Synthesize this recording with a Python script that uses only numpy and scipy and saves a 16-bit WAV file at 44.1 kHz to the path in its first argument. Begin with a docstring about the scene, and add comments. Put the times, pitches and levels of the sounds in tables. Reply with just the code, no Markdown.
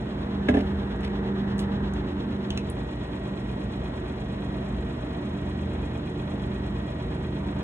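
"""A glass-door drinks cooler hums in a shop: lines of two fans, two compressors and nearby motors under filtered-noise air.
The air throbs faintly, a small motor whines and the grille chirps in thin tones of unsteady pitch.
A phone, tucked toward a shoulder, turns out to the cooler: tucked in, the drone is strong and the treble shaded.
Early on a hollow body knocks and settles (damped modes, noise crack, low thud), a sleeve slides (coloured noise)
and light ticks follow (short band-noise bursts)."""
import sys
import numpy as np
from scipy import signal
from scipy.fft import rfft, irfft, next_fast_len
from scipy.io import wavfile
from scipy.ndimage import map_coordinates

SR = 44100
rng = np.random.default_rng(int(sys.argv[2]) if len(sys.argv) > 2 else 0)


def unload_audio(sound):
    """Save the sound as a 16-bit wav file, at the path given as the first command line argument."""
    columns = np.transpose(np.atleast_2d(sound))
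    # keep every value between -1 and 1, then stretch to whole-number steps
    steps = np.round(np.clip(columns, -1, 1) * 32767)
    wavfile.write(sys.argv[1], SR, steps.astype(np.int16))


N = 336483

FAN_HZ, THROB_HZ = 24.8, 8.54
# one throb crest and one fan push at the grille
GRILLE_CREST_S, GRILLE_PUSH_S = 5.022, 3.014


def amp(db):
    """Decibels to gain."""
    return 10 ** (np.asarray(db) / 20)


def unit(x):
    """Scale to rms 1."""
    return x / np.sqrt(np.mean(x ** 2) + 1e-20)


def along(points, hz):
    """Read (f/Hz, value) points on a log frequency axis."""
    f, v = np.transpose(points)
    return np.interp(np.log(hz + 1), np.log(f + 1), v)


def clock():
    """Time of every sample, s."""
    return np.arange(N) / SR


def curves(rows):
    """One value per sample for each column after the time."""
    s, *cols = np.transpose(rows)
    return [np.interp(clock(), s, c) for c in cols]


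def wobble(rate):
    """Smooth random curve, rate knots per second."""
    knots = rng.standard_normal(int(N * rate / SR) + 4)
    coarse = np.arange(0, N, 32)
    values = map_coordinates(knots, [coarse * rate / SR + 1])
    return np.interp(np.arange(N), coarse, values)


def filtered(x, response):
    """Apply a response of frequency by FFT, zero-padded."""
    n = x.shape[-1]
    m = next_fast_len(n + 8192)
    return irfft(rfft(x, m) * response(np.fft.rfftfreq(m, 1 / SR)), m)[..., :n]


def add(track, s, sound):
    """Mix a sound into a track at time s."""
    start = round(s * SR)
    track[..., start:start + sound.shape[-1]] += sound


def at_ports(pair):
    """Diffuse field at two ports: mid and side shares of unrelated signals set the likeness by frequency."""
    # f/Hz, likeness 0-1
    likeness = [(150, 1), (350, 0.95), (500, 0.6), (750, 0.61), (1400, 0.46), (2500, 0.19), (4500, 0.98),
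                (9000, 1)]

    def mid_side_gain(hz):
        turn = np.arccos(np.clip(along(likeness, hz), -1, 1)) / 2
        return np.array([np.cos(turn), np.sin(turn)])

    mid, side = filtered(pair, mid_side_gain)
    return np.array([mid + side, mid - side])


def rush(spectrum):
    """Stereo turbulence: Gaussian noise shaped by a density in dB per Hz."""
    noise = rng.standard_normal((2, N))
    return at_ports(filtered(noise, lambda hz: amp(along(spectrum, hz)) * np.sqrt(SR / 2)))


def tucked():
    """How far the phone is turned in toward the shoulder, 0-1."""
    # t/s, tuck 0-1
    turn = [(0, 0.16), (.4, 0.74), (1.1, 0.79), (1.8, 0.95), (2.2, 0.46), (2.5, 0.37), (2.75, 0)]
    return np.clip(curves(turn)[0], 0, 1)


def rotor(rate_hz, orders, drift_rad, waver_db):
    """Lines locked to one shaft: its angle drifts and each line wavers in level."""
    angle = 2 * np.pi * rate_hz * clock() + drift_rad * wobble(0.922)
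    out = 0
    for multiple, db in orders:
        level = amp(db + waver_db * wobble(3.056))
        out = out + level * np.sin(multiple * angle + 2 * np.pi * rng.random())
    return np.sqrt(2) * out


def tones(rows, waver_db):
    """Free-running lines: a wandering phase gives each its width."""
    out = 0
    for hz, width, db in rows:
        phase = 2 * np.pi * (hz * clock() + rng.random()) + wobble(2 * width + .5)
        out = out + np.sqrt(2) * amp(db + waver_db * wobble(width + 2)) * np.sin(phase)
    return out


def steady_tone(hz, zero_s):
    """Sine of rms 1, rising through zero at zero_s."""
    return np.sqrt(2) * np.sin(2 * np.pi * hz * (clock() - zero_s))


def hum(tuck, blade_db, pump_db, other_pump_db):
    """Motor lines: the near-equal blade tones of two fans beat about once a second, as do two compressors."""
    # fan lines: multiple of shaft rate, level/dB
    fan_lines = [(2, -63), (3, -47), (4, -55), (5, -39.5), (6, -49.5), (7, -47), (9, -49.5), (10, -50),
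                 (12, -48.5), (14, -50.5), (15, -47.5), (16, -55.5)]
    # second fan: multiple of its shaft rate, level re drone/dB
    twin_lines = [(15, -12), (16, -16), (18.5, -18.5)]
    # compressor overtones: multiple of its rate, level/dB
    pump_overtones = [(2, -49.5), (4, -51.5), (5, -45.5)]
    # other shop motors: f/Hz, width/Hz, level/dB
    motors = [(55.2, .5, -53), (80.5, .3, -40.5), (108, .5, -55), (120, .3, -52), (132.6, .5, -54),
              (153.3, .4, -44), (188.1, .5, -51), (208.8, .5, -49), (240, .5, -52), (305, .5, -53),
              (355, 2, -52), (460, 3, -52.5), (598, 8, -55), (652, 3, -57), (932, 5, -62), (1776, 4, -68)]
    twin_hz, blade_count = 24.924, 8
    compressor_hz, other_pump_hz = 58.28, 57.26
    drone_db, drone_tuck_db, pump_tuck_db = -39.5, 11, 1
    # the paired tones oppose at these moments
    blade_null_s, pump_null_s = 3.0, 3.3

    fan = rotor(FAN_HZ, fan_lines, drift_rad=0.03, waver_db=1.5)
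    fan = fan + amp(blade_db) * steady_tone(blade_count * FAN_HZ, blade_null_s)

    twin = rotor(twin_hz, twin_lines, drift_rad=0.073, waver_db=0.0)
    twin = twin - steady_tone(blade_count * twin_hz, blade_null_s)
    twin = amp(drone_db + drone_tuck_db * tuck) * twin

    pumps = amp(pump_db) * steady_tone(compressor_hz, pump_null_s)
    pumps = pumps - amp(other_pump_db) * steady_tone(other_pump_hz, pump_null_s)
    pumps = amp(pump_tuck_db * tuck) * pumps
    overtones = rotor(compressor_hz, pump_overtones, drift_rad=0.022, waver_db=3.0)
    return fan + twin + pumps + overtones + tones(motors, waver_db=3)


def whine():
    """One thin motor tone, its level changing as the phone moves through its standing waves."""
    # t/s, level/dB
    whine_level = [(0, -55), (.3, -65), (1.1, -54), (1.6, -57.5), (2.65, -60), (2.85, -53.5), (4.2, -56),
                   (5.8, -57), (6.7, -54.5), (7.6, -56.5)]
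    whine_hz = 1895
    phase = 2 * np.pi * whine_hz * clock() + .5 * wobble(2)
    return np.sqrt(2) * amp(curves(whine_level)[0]) * np.sin(phase)


def swell(crest_s, push_s, throb_db, shaft_db, flutter_db):
    """Airflow in dB: a slow throb of uneven depth, and pushes once and twice per fan turn."""
    flutter_push_s = 2.993
    cycle = lambda hz, peak_s: np.cos(2 * np.pi * hz * (clock() - peak_s))
    throb = cycle(THROB_HZ, crest_s) * (1 + 0.38 * wobble(1.0))
    flutter = cycle(2 * FAN_HZ, flutter_push_s)
    return throb_db * throb + shaft_db * cycle(FAN_HZ, push_s) + flutter_db * flutter


def air(tuck, body_follow, eddy_db):
    """Grille turbulence: higher bands follow the flow more; the shoulder adds a hollow and shades the fizz."""
    # band spectra before band gain: f/Hz, density/dB per Hz
    rumble_spectrum = [(15, -84.5), (36, -75), (52, -53.5), (110, -65), (240, -59), (380, -64),
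                       (480, -67.5), (700, -93.5), (1500, -120)]
    body_spectrum = [(250, -100), (450, -69.5), (620, -63), (760, -67), (950, -67.5), (1250, -73.5),
                     (1900, -76), (2300, -81), (4000, -110)]
    hiss_spectrum = [(900, -110), (1800, -97), (2500, -89.5), (3400, -87), (4000, -89), (4600, -100),
                     (5800, -105), (7500, -112), (12000, -130)]
    fizz_spectrum = [(3000, -125), (4700, -106), (5800, -105), (7500, -102.5), (10500, -112.5),
                     (12500, -120), (15500, -130)]
    # hollow between phone and shoulder, fully tucked: f/Hz, density/dB per Hz
    pocket_spectrum = [(600, -90), (800, -66.5), (1100, -74), (1350, -75.5), (1650, -74), (2000, -79.5),
                       (2400, -100), (4000, -130)]
    # band gain facing the cooler, and its change when tucked
    rumble_db, rumble_tuck_db = -1.17, 2
    body_db, body_tuck_db = -4, -0.5
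    hiss_db, hiss_tuck_db = 3, 0.5
    fizz_db, fizz_tuck_db = -3.06, -11.5
    fizz_crest_s, fizz_push_s = 5.032, 2.998

    flow_db = swell(GRILLE_CREST_S, GRILLE_PUSH_S, throb_db=1.9, shaft_db=1.33, flutter_db=0.5)
    jet_db = swell(fizz_crest_s, fizz_push_s, throb_db=3.0, shaft_db=5.0, flutter_db=0.8)
    rumble = amp(rumble_db + rumble_tuck_db * tuck) * rush(rumble_spectrum)
    body_level_db = body_db + body_tuck_db * tuck + body_follow * flow_db + eddy_db * wobble(8)
    body = amp(body_level_db) * rush(body_spectrum)
    hiss = amp(hiss_db + hiss_tuck_db * tuck + flow_db) * rush(hiss_spectrum)
    fizz = amp(fizz_db + fizz_tuck_db * tuck + jet_db) * rush(fizz_spectrum)
    return rumble + body + hiss + fizz + tuck * rush(pocket_spectrum)


def whistles(tuck):
    """Grille chirps of straying pitch, strongest where a fan push meets a throb crest."""
    # f/Hz, pitch stray/Hz, relative level/dB
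    whistle_lines = [(2290, 9, -9), (2472, 8, 0), (2790, 10, -11), (3272, 9, -2.5), (4032, 10, -15)]
    whistle_db, whistle_tuck_db = -66, -14.5
    push_db = swell(GRILLE_CREST_S, GRILLE_PUSH_S, throb_db=4.2, shaft_db=4.5, flutter_db=2.6)
    lines = 0
    for hz, stray_hz, db in whistle_lines:
        phase = 2 * np.pi * np.cumsum(hz + stray_hz * wobble(40)) / SR
        lines = lines + amp(db + wobble(20)) * np.sin(phase)
    return amp(whistle_db + whistle_tuck_db * tuck + push_db) * np.sqrt(2) * lines


def ring(modes, place, t, spread_rad):
    """Damped modes weighted by contact place; each builds up in about a cycle, port phases part with pitch."""
    out = 0
    for hz, face_db, edge_db, t60 in modes:
        db = np.interp(place, [0, 1], [face_db, edge_db]) + rng.normal(0, 1)
        skew = spread_rad * min(hz / 700, 1) ** 2 * rng.normal() * np.array([[1], [-1]])
        build_up = 1 - np.exp(-(t * hz / 2.06) ** 2)
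        out = out + amp(db - 60 * t / t60) * build_up * np.sin(2 * np.pi * hz * t + skew)
    return out


def knock(crack_t60, crack_attack_s, thud_hz, thud_attack_s, thud_t60):
    """A hollow body is hit, rocks onto another edge and settles: each contact cracks, rings and thuds."""
    # t/s, ring gain/dB, crack gain/dB, thud gain/dB, place (0 face - 1 edge)
    contacts = [(0.4848, -12, -21.5, -37, 0.092), (0.4975, -34, -35, -13.5, 0.1),
                (0.5392, -19.5, -29.5, -28.5, 0.72), (0.5434, -16, -35, -30, 0.81),
                (0.568, -16.5, -32.5, -35, 0.88), (0.6, -30, -41, -31, 0.7)]
    # hollow body modes: f/Hz, relative face level/dB, relative edge level/dB, t60/s
    body_modes = [(249.4, 9, -0.5, 0.083), (274.7, 0, 2, 0.14), (420.4, -6.5, -4.5, 0.12),
                  (597, -3, -3.5, 0.096), (674, -8, -6.5, 0.082), (764, -8.5, -13.5, 0.13),
                  (912, -17, -14.5, 0.058), (1250, -16, -18, 0.042)]
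    # hard shell modes: f/Hz, relative face level/dB, relative edge level/dB, t60/s
    shell_modes = [(1640, 1, -3, 0.04), (1745, -14, 0, .06), (2015, -6, -6, .035), (2177, -1, -5, .03),
                   (2653, 0, -5, 0.024), (3090, 0, -9, 0.02), (3700, -6, -12, .02)]
    # crack colour: f/Hz, relative level/dB
    crack_colour = [(200, -18), (900, 5), (2200, -1), (3400, -2), (4400, -12), (7500, -22.5), (11000, -27),
                    (15000, -32)]

    out = np.zeros((2, N))
    t = np.arange(SR // 2) / SR
    thud = amp(-60 * t / thud_t60) * (1 - np.exp(-t / thud_attack_s)) * np.sin(2 * np.pi * thud_hz * t)
    for s, ring_db, crack_db, thud_db, place in contacts:
        noise = filtered(rng.standard_normal((2, len(t))), lambda hz: amp(along(crack_colour, hz)))
        noise = amp(-3 - 60 * t / crack_t60) * unit(at_ports(noise))
        shell = amp(4.5) * ring(shell_modes, place, t, spread_rad=0.55)
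        crack = (1 - np.exp(-t / crack_attack_s)) * (noise + shell)
        body = ring(body_modes, place, t, spread_rad=0.36)
        add(out, s, amp(ring_db) * body + amp(crack_db) * crack + amp(thud_db) * thud)
    return out


def stroke(start_s, hold_s, attack_s, release_s):
    """Gain of one slide: rises, stays up until hold_s, then falls 60 dB per release_s."""
    t = clock() - start_s
    return np.clip(t / attack_s, 0, 1) * amp(-60 * np.maximum(t - hold_s, 0) / release_s)


def sleeve(grain_db):
    """Cloth drags on the phone: a low rub through the case, and a soft brush in the air that catches."""
    # start/s, hold/s, rub level/dB, brush level/dB
    slides = [(0.539, .06, -37, -46), (0.615, 0.3, -37.5, -63), (1.015, .03, -55, -41.5)]
    # colours of rub and brush: f/Hz, relative level/dB
    rub_colour = [(25, -30), (55, -3), (80, 9), (130, -15), (400, -56)]
    brush_colour = [(600, -23), (2000, 5), (3400, -1.5), (4600, -9), (7000, -22), (10500, -24),
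                    (15000, -32)]
    rub_gain, brush_gain = 0, 0
    for start_s, hold_s, rub_db, brush_db in slides:
        slide = stroke(start_s, hold_s, attack_s=.02, release_s=.3)
        rub_gain = rub_gain + amp(rub_db) * slide
        brush_gain = brush_gain + amp(brush_db) * slide
    rub = unit(rush(rub_colour))
    brush = unit(amp(grain_db * wobble(140)) * rush(brush_colour))
    return rub_gain * rub + brush_gain * brush


def ticks():
    """Handling ticks: decaying bright noise bursts, each with a lower click of the phone's case."""
    # t/s, burst level/dB, centre/Hz, width/octave, t60/s, click level/dB, click centre/Hz, click width/octave
    tick_rows = [(.963, -55, 8500, .8, .012, -62, 3000, .6), (1.007, -53, 7500, 1.2, .02, -42, 2800, .7),
                 (1.58, -50, 7000, 2.2, 0.13, -46, 3200, .8), (1.592, -41, 9000, 3.5, 0.09, -33, 3500, .7),
                 (1.9375, -41, 7500, 1.4, 0.006, -54, 3000, .6),
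                 (2.5045, -38.5, 6400, .35, 0.014, -26, 3100, .45),
                 (2.5045, -39, 12000, 2, 0.005, -40, 1900, .4),
                 (2.5753, -40, 9200, .5, 0.007, -22.5, 2400, 1.2),
                 (2.583, -62, 7000, 0.95, 0.028, -36, 2650, .45),
                 (2.6998, -35.5, 9500, .4, 0.015, -58, 3000, .6)]
    case_t60 = 0.017
    out = np.zeros(N)
    t = np.arange(SR // 4) / SR

    def band(centre_hz, octaves):
        shape = lambda hz: 1 / (1 + (np.log2((hz + 1) / centre_hz) / octaves) ** 2) ** 2
        return unit(filtered(rng.standard_normal(len(t)), shape))

    for s, db, centre_hz, octaves, t60, click_db, click_hz, click_octaves in tick_rows:
        burst = amp(db - 60 * t / t60) * band(centre_hz, octaves)
        click = amp(click_db - 60 * t / case_t60) * band(click_hz, click_octaves)
        add(out, s, burst + click)
    return out


def shop(x):
    """Room answer: convolution with a noise tail whose treble dies first."""
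    # f/Hz, t60/s
    room_decay = [(100, 0.39), (500, 0.21), (3000, 0.16), (12000, 0.1)]
    hz, t, z = signal.stft(rng.standard_normal((2, SR // 2)), SR, nperseg=256)
    decay = amp(-60 * t / along(room_decay, hz)[:, None])
    tail = signal.istft(z * decay, SR, nperseg=256)[1]
    tail = tail / np.linalg.norm(tail[0])
    return at_ports(signal.fftconvolve(x[None], tail, axes=1)[:, :N])


def scene():
    """All but the whistles reach the right port earlier above the bass and mostly louder; whistles are centred."""
    # f/Hz, lag of left port/rad
    left_lag = [(380, 0), (520, 0.81), (750, 1.7), (1800, 1.52), (3000, 2.5), (4700, 3.5), (7800, 5.5),
                (9600, 7.5), (12000, 9), (13500, 9.6), (15500, 11)]
    # f/Hz, right minus left/dB
    right_tilt = [(75, 0), (170, 1.9), (330, 2), (600, -1), (1100, .4), (3000, .1)]

    tuck = tucked()
    cooler = hum(tuck, blade_db=-43.5, pump_db=-41.5, other_pump_db=-46.5)
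    cooler = cooler + whine() + air(tuck, body_follow=0.39, eddy_db=0.66)
    blow = knock(crack_t60=0.074, crack_attack_s=0.0025, thud_hz=87.3, thud_attack_s=0.003, thud_t60=0.065)
    cloth = sleeve(grain_db=4)
    handling = ticks()
    room = shop(amp(-7.5) * blow.mean(axis=0) + amp(-6.5) * handling)
    field = cooler + blow + handling + cloth + room

    sides = np.array([[-1], [1]]) / 2  # left, right
    port_response = lambda hz: amp(sides * along(right_tilt, hz)) * np.exp(1j * sides * along(left_lag, hz))
    return filtered(field, port_response) + whistles(tuck)


def record(dry):
    """Treble colour: a dip near 12.8 kHz, partly recovering by 14.5 kHz, and nothing above 15.75 kHz."""
    # f/Hz, gain/dB
    treble_dip = [(11200, -0.5), (12800, -21), (14500, -6)]
    top_hz = 15750
    return filtered(dry, lambda hz: amp(along(treble_dip, hz)) * (hz < top_hz))


dry = scene()
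out = record(dry)
unload_audio(out)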